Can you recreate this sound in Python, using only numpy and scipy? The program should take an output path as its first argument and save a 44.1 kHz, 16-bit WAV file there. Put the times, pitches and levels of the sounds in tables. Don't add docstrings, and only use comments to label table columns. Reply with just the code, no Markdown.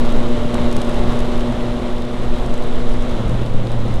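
import sys
import numpy as np
from scipy import signal
from scipy.fft import rfft, irfft
from scipy.io import wavfile
from scipy.ndimage import uniform_filter1d

SR = 44100
rng = np.random.default_rng(int(sys.argv[2]) if len(sys.argv) > 2 else 0)


def pcm_store(signal):
    levels = np.round(np.clip(np.atleast_2d(signal), -1, 1) * 32767)
    wavfile.write(sys.argv[1], SR, levels.astype(np.int16).T)


def decibels_to_gain(level_db):
    exponent = np.asarray(level_db, float) / 20
    return 10 ** exponent


N = 176400

# time_s, pitch_hz
FIRING_RATE = [(0, 119.0), (.6, 119.4), (1.3, 119.8), (1.9, 120.3), (2.3, 120.6), (3.11, 121.0),
               (3.18, 113.6), (3.25, 114.2), (3.31, 119.0), (3.6, 117.0), (4, 114.4)]
# time_s, level_db
PULSE_STRENGTH = [(0, 0.5), (.6, 1.5), (1.3, 0.5), (1.9, -2.5), (2.3, -5), (2.7, -5.5), (3.11, -2.5),
                  (3.19, -8.5), (3.26, -16), (3.55, -22), (3.7, -8), (4, -17.5)]
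HARMONIC_LEVELS = [-32, -24.5, -34, -38, -33, -47.5]
HARMONIC_SHARES = [0.43, 0.82, 0.46, 0.45, 1.07, 0.74]
HARMONIC_WAVERS = [2.87, 2.2, 1.6, 2.2, 1.1, 2]
# pitch_hz, width_hz, relative level_db
PIPE_RESONANCES = [(161, 39, 1.5), (207.5, 50, 6.5), (257, 34, -12), (522, 60, 1), (560, 49, -4)]
# time_s, level_db
GUSTS = [(0.0, -32), (0.04, -21), (0.56, -27.5), (0.63, -20), (0.78, -23), (0.83, -48), (0.87, -21.5),
         (1.05, -17), (1.31, -24), (1.64, -25), (2.1, -30.5), (2.28, -20), (2.31, -23.5), (2.48, -18.5),
         (2.56, -30), (3.03, -18), (3.05, -33), (3.12, -18), (3.2, -41), (3.27, -17), (3.49, -26.5),
         (3.59, -24), (3.61, -28.5), (4.0, -20.5)]
# frequency_hz, relative level_db (per Hz)
BUFFET_SPECTRUM = [(3, -9.5), (6, 9), (18, -5.5), (30, -5), (50, -14), (76, -19), (110, -27.5), (200, -26),
                   (400, -45.5), (2000, -120)]
# time_s, level_db
ROAD_STRENGTH = [(0, -29.5), (.3, -31), (.7, -30.5), (1.1, -29.5), (1.5, -31.5), (1.8, -32), (2.1, -33.5),
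                 (2.35, -33), (2.7, -33), (3.05, -32.5), (3.3, -32), (3.5, -34.5), (4, -34)]
# frequency_hz, relative level_db (per Hz)
ROAR_SPECTRUM = [(60, -2), (120, -2), (175, -3.5), (300, -3), (550, -3.5), (700, -7.5), (1000, -10.5),
                 (1400, -15), (1550, -19), (2100, -20), (2500, -23.5), (3000, -21.5), (3800, -21.5),
                 (4150, -25.5), (4450, -31), (6000, -35.5), (8700, -38.5), (9800, -42), (10700, -42),
                 (12500, -55.5), (14500, -70), (16000, -75)]
# start_s, level_db, pitch_hz
BRIGHT_DROPS = [(0.0578, -32, 7070), (0.1024, -34, 6150), (0.1226, -26, 8760), (0.1994, -34, 8610),
                (0.2874, -32, 6660), (0.542, -18.5, 8690), (0.5694, -32, 6620), (0.7133, -28, 6000),
                (0.726, -21, 6040), (0.7652, -19, 6600), (0.816, -19, 8500), (0.8465, -30, 8930),
                (0.8534, -40, 8060), (0.8929, -23.5, 6020), (0.9268, -48, 6670), (0.942, -28, 6060),
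                (1.121, -29, 6000), (1.1897, -23, 7070), (1.203, -24, 6370), (1.3942, -30, 7490),
                (1.5224, -35, 6180), (1.7888, -54, 6430), (2.1475, -45, 7920), (2.4603, -29, 7440),
                (2.5401, -24, 7100), (2.5764, -30, 7130), (2.6364, -29.5, 8100), (2.6734, -34, 6780),
                (2.7367, -43, 6380), (2.8274, -44, 6160), (2.8779, -38, 6320), (2.8938, -31, 6080),
                (2.9243, -38, 6280), (2.9377, -29.5, 8750), (3.022, -28.5, 6000), (3.05, -44, 6400),
                (3.0924, -32, 6560), (3.1764, -42, 7720), (3.2794, -32, 8150), (3.2934, -30, 6680),
                (3.6456, -58, 6020), (3.6696, -32, 6470), (3.7174, -29, 8620), (3.9389, -29, 7310),
                (3.9584, -33, 6360)]
# start_s, level_db, pitch_hz
DULL_DROPS = [(.5533, -7, 980), (0.5822, -7, 2280), (.7657, -39, 3800), (.818, -12, 2980),
              (2.577, -18, 3000), (3.022, -26, 2970), (3.601, -13, 3000), (3.671, -10, 3500)]
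# frequency_hz, gain_db
TICK_COLOUR = [(1000, -20), (3000, 5.5), (6000, -1), (9000, -1), (12000, -9.5), (14500, -20), (16000, -40)]

DROP_GAIN_DB, SPLASH_DB = -1, -3.5
DROP_RISE_S, DROP_DECAY_S, SPLASH_DECAY_S = 0.0004, 0.00062, 0.0032
THUD_CYCLES = 0.92
DRIZZLE_PER_S, DRIZZLE_DB, DRIZZLE_SPREAD_DB = 140, -51.5, 4.5
ROAR_GAIN_DB = 6
THROB_DEPTH = 0.08
SPRAY_GRAINS_PER_S, SPRAY_DB = 1600, -24
BUFFET_GAIN_DB = 9
SLOW_SWING_DB, SLOW_GUST_SHARE = 4.5, 0.35
GUST_EVEN_S = 0.192
PORT_LIMIT = 0.67
SHUT_S, SHUT_RAMP_S = 3.18, 0.054
PITCH_JITTER_HZ = 0.25
GEAR_RATIO, GEAR_DB = 9.31, -47.5
BOOM_DB, BOOM_WAVER_DB, BOOM_FADE_DB_PER_S = -24, 2.3, 2.5
BURBLE_DB, BURBLE_FADE_DB_PER_S = -26, 5
BURBLE_ROUGH, CYLINDER_DRIFT_HZ = 0.56, 6.3
PIPE_CUT_HZ = 490


def at_hz(points, hz):
    table_hz, level_db = np.transpose(points)
    return np.interp(np.log(hz + 1e-3), np.log(table_hz), level_db)


def in_time(curve):
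    time_s, values = np.transpose(curve)
    return np.interp(np.arange(N) / SR, time_s, values)


def rms_one(x):
    return x / np.sqrt(np.mean(x ** 2) + 1e-20)


def drift(rate):
    pole = np.exp(-80 * np.pi * rate / SR)
    noise = rng.standard_normal(N // 40 + 2002)
    slow = signal.lfilter([1], [1, -2 * pole, pole * pole], noise)[2000:]
    return np.interp(np.arange(N) / 40, np.arange(len(slow)), rms_one(slow))


def resonance(x, hz, width_hz):
    r = np.exp(-np.pi * width_hz / SR)
    feedback = [1, -2 * r * np.cos(2 * np.pi * hz / SR), r * r]
    return signal.lfilter(np.array([1, 0, -1]) * (1 - r * r) / 2, feedback, x)


def patchy_noise(spectrum, shared_db, own_db, own_rate):
    hz = np.arange(N // 2 + 1) * SR / N
    coloured = rfft(rng.standard_normal(N)) * decibels_to_gain(at_hz(spectrum, hz))
    octave = np.clip(np.log2(hz + 1e-3), 5, 14)
    together = drift(5.2)
    out = 0
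    for centre in range(5, 15):
        band = irfft(coloured * np.clip(1 - abs(octave - centre), 0, 1), N)
        out = out + band * decibels_to_gain(shared_db * together + own_db * drift(own_rate))
    return rms_one(out)


def road():
    throb = 1 + THROB_DEPTH * np.sin(2 * np.pi * np.cumsum(in_time(FIRING_RATE)) / SR)
    roar = throb * patchy_noise(ROAR_SPECTRUM, shared_db=0.56, own_db=0.5, own_rate=30.0)
    bursts = rng.random(N) < SPRAY_GRAINS_PER_S / SR
    grains = bursts * rng.standard_normal(N) * rng.exponential(1, N)
    spray = decibels_to_gain(SPRAY_DB) * rms_one(resonance(grains + 1e-18, 3210.0, 1450.0))
    return decibels_to_gain(in_time(ROAD_STRENGTH) + ROAR_GAIN_DB) * (roar + spray)


def drop(db, hz, grit, broad, decay_s=DROP_DECAY_S):
    t = np.arange(len(grit)) / SR
    envelope = (1 - np.exp(-t / DROP_RISE_S)) * np.exp(-t / decay_s)
    tick = envelope * (np.sin(2 * np.pi * hz * t) + broad * grit)
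    splash = broad * decibels_to_gain(SPLASH_DB) * np.exp(-t / SPLASH_DECAY_S) * grit
    return decibels_to_gain(db) * (tick + splash)


def drizzle():
    chance = DRIZZLE_PER_S * decibels_to_gain(4.0 * drift(3.0)) / SR
    strength = decibels_to_gain(DRIZZLE_SPREAD_DB * np.minimum(rng.exponential(1, N), 2))
    hits = (rng.random(N) < chance) * strength
    fade = np.exp(-1 / (DROP_DECAY_S * SR))
    envelope = signal.lfilter([1], [1, -fade], hits + 1e-18)
    return decibels_to_gain(DRIZZLE_DB) * envelope * rng.standard_normal(N)


def rain():
    size = 800
    bright, dull = np.zeros((2, N + size))
    grits = rng.standard_normal((len(BRIGHT_DROPS), size))
    for (start_s, db, hz), grit in zip(BRIGHT_DROPS, grits):
        first = int(start_s * SR) + 40
        bright[first:first + size] += drop(db + DROP_GAIN_DB, hz, grit, broad=0.65)
    for start_s, db, hz in DULL_DROPS:
        first = int(start_s * SR)
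        dull[first:first + size] += drop(db, hz, np.zeros(size), broad=0, decay_s=THUD_CYCLES / hz)
    hz = np.linspace(0, SR / 2, 129)
    doubled = signal.firwin2(255, hz, decibels_to_gain(2 * at_hz(TICK_COLOUR, hz)), fs=SR)
    colour = signal.minimum_phase(doubled)
    return signal.lfilter(colour, 1, bright[:N] + drizzle()) + dull[:N]


def wind():
    gust_db = in_time(GUSTS)
    lumps = patchy_noise(BUFFET_SPECTRUM, shared_db=2.0, own_db=1.0, own_rate=3.0)
    slow = signal.sosfiltfilt(signal.butter(2, 20.0, fs=SR, output="sos"), lumps)
    flutter = lumps - slow
    local_rms = np.sqrt(uniform_filter1d(flutter ** 2, int(GUST_EVEN_S * SR)) + 1e-9)
    flutter = flutter * flutter.std() / local_rms
    swing_db = gust_db - gust_db.mean()
    push = decibels_to_gain(swing_db) * flutter + decibels_to_gain(SLOW_SWING_DB + SLOW_GUST_SHARE * swing_db) * slow
    push = decibels_to_gain(BUFFET_GAIN_DB + gust_db.mean()) * push
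    return PORT_LIMIT * np.tanh(push / PORT_LIMIT)


def firing_tone(firings, k, db, waver_db):
    level = np.sqrt(2) * decibels_to_gain(db + waver_db * drift(21.2))
    return level * np.sin(2 * np.pi * k * firings + k * k)


def burble(firings):
    cylinders = np.array([drift(CYLINDER_DRIFT_HZ) for _ in range(4)])
    contrast = cylinders - cylinders.mean(axis=0)
    uneven = contrast[firings.astype(int) % 4, np.arange(N)]
    firing_now = np.diff(np.floor(firings), prepend=0)
    fired = firing_now * (uneven + BURBLE_ROUGH * rng.standard_normal(N))
    pops = sum(decibels_to_gain(db) * resonance(fired + 1e-18, hz, width) for hz, width, db in PIPE_RESONANCES)
    low_pass = signal.butter(2, PIPE_CUT_HZ, fs=SR, output="sos")
    return rms_one(signal.sosfilt(low_pass, pops))


def engine():
    pulse_db = in_time(PULSE_STRENGTH)
    firings = np.cumsum(in_time(FIRING_RATE) + PITCH_JITTER_HZ * drift(8.0)) / SR
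    since_shut = np.arange(N) / SR - SHUT_S
    shut = np.clip(since_shut / SHUT_RAMP_S + 0.5, 0, 1)
    drone = 0
    harmonics = zip(HARMONIC_LEVELS, HARMONIC_SHARES, HARMONIC_WAVERS)
    for k, (db, share, waver_db) in enumerate(harmonics, start=1):
        drone = drone + firing_tone(firings, k, db + share * pulse_db, waver_db)
    whine = firing_tone(firings, GEAR_RATIO, GEAR_DB + pulse_db, 1.8)
    boom = firing_tone(firings, 1, BOOM_DB - BOOM_FADE_DB_PER_S * since_shut, BOOM_WAVER_DB)
    pops = decibels_to_gain(BURBLE_DB - BURBLE_FADE_DB_PER_S * since_shut) * burble(firings)
    return drone + whine + shut * (boom + pops)


def scene():
    return (road() + rain() + wind() + engine())[None]


def band_limit(x):
    return signal.sosfilt(signal.butter(12, 15800, fs=SR, output="sos"), x)


def record(dry):
    return band_limit(dry)


dry = scene()
out = record(dry)
pcm_store(out)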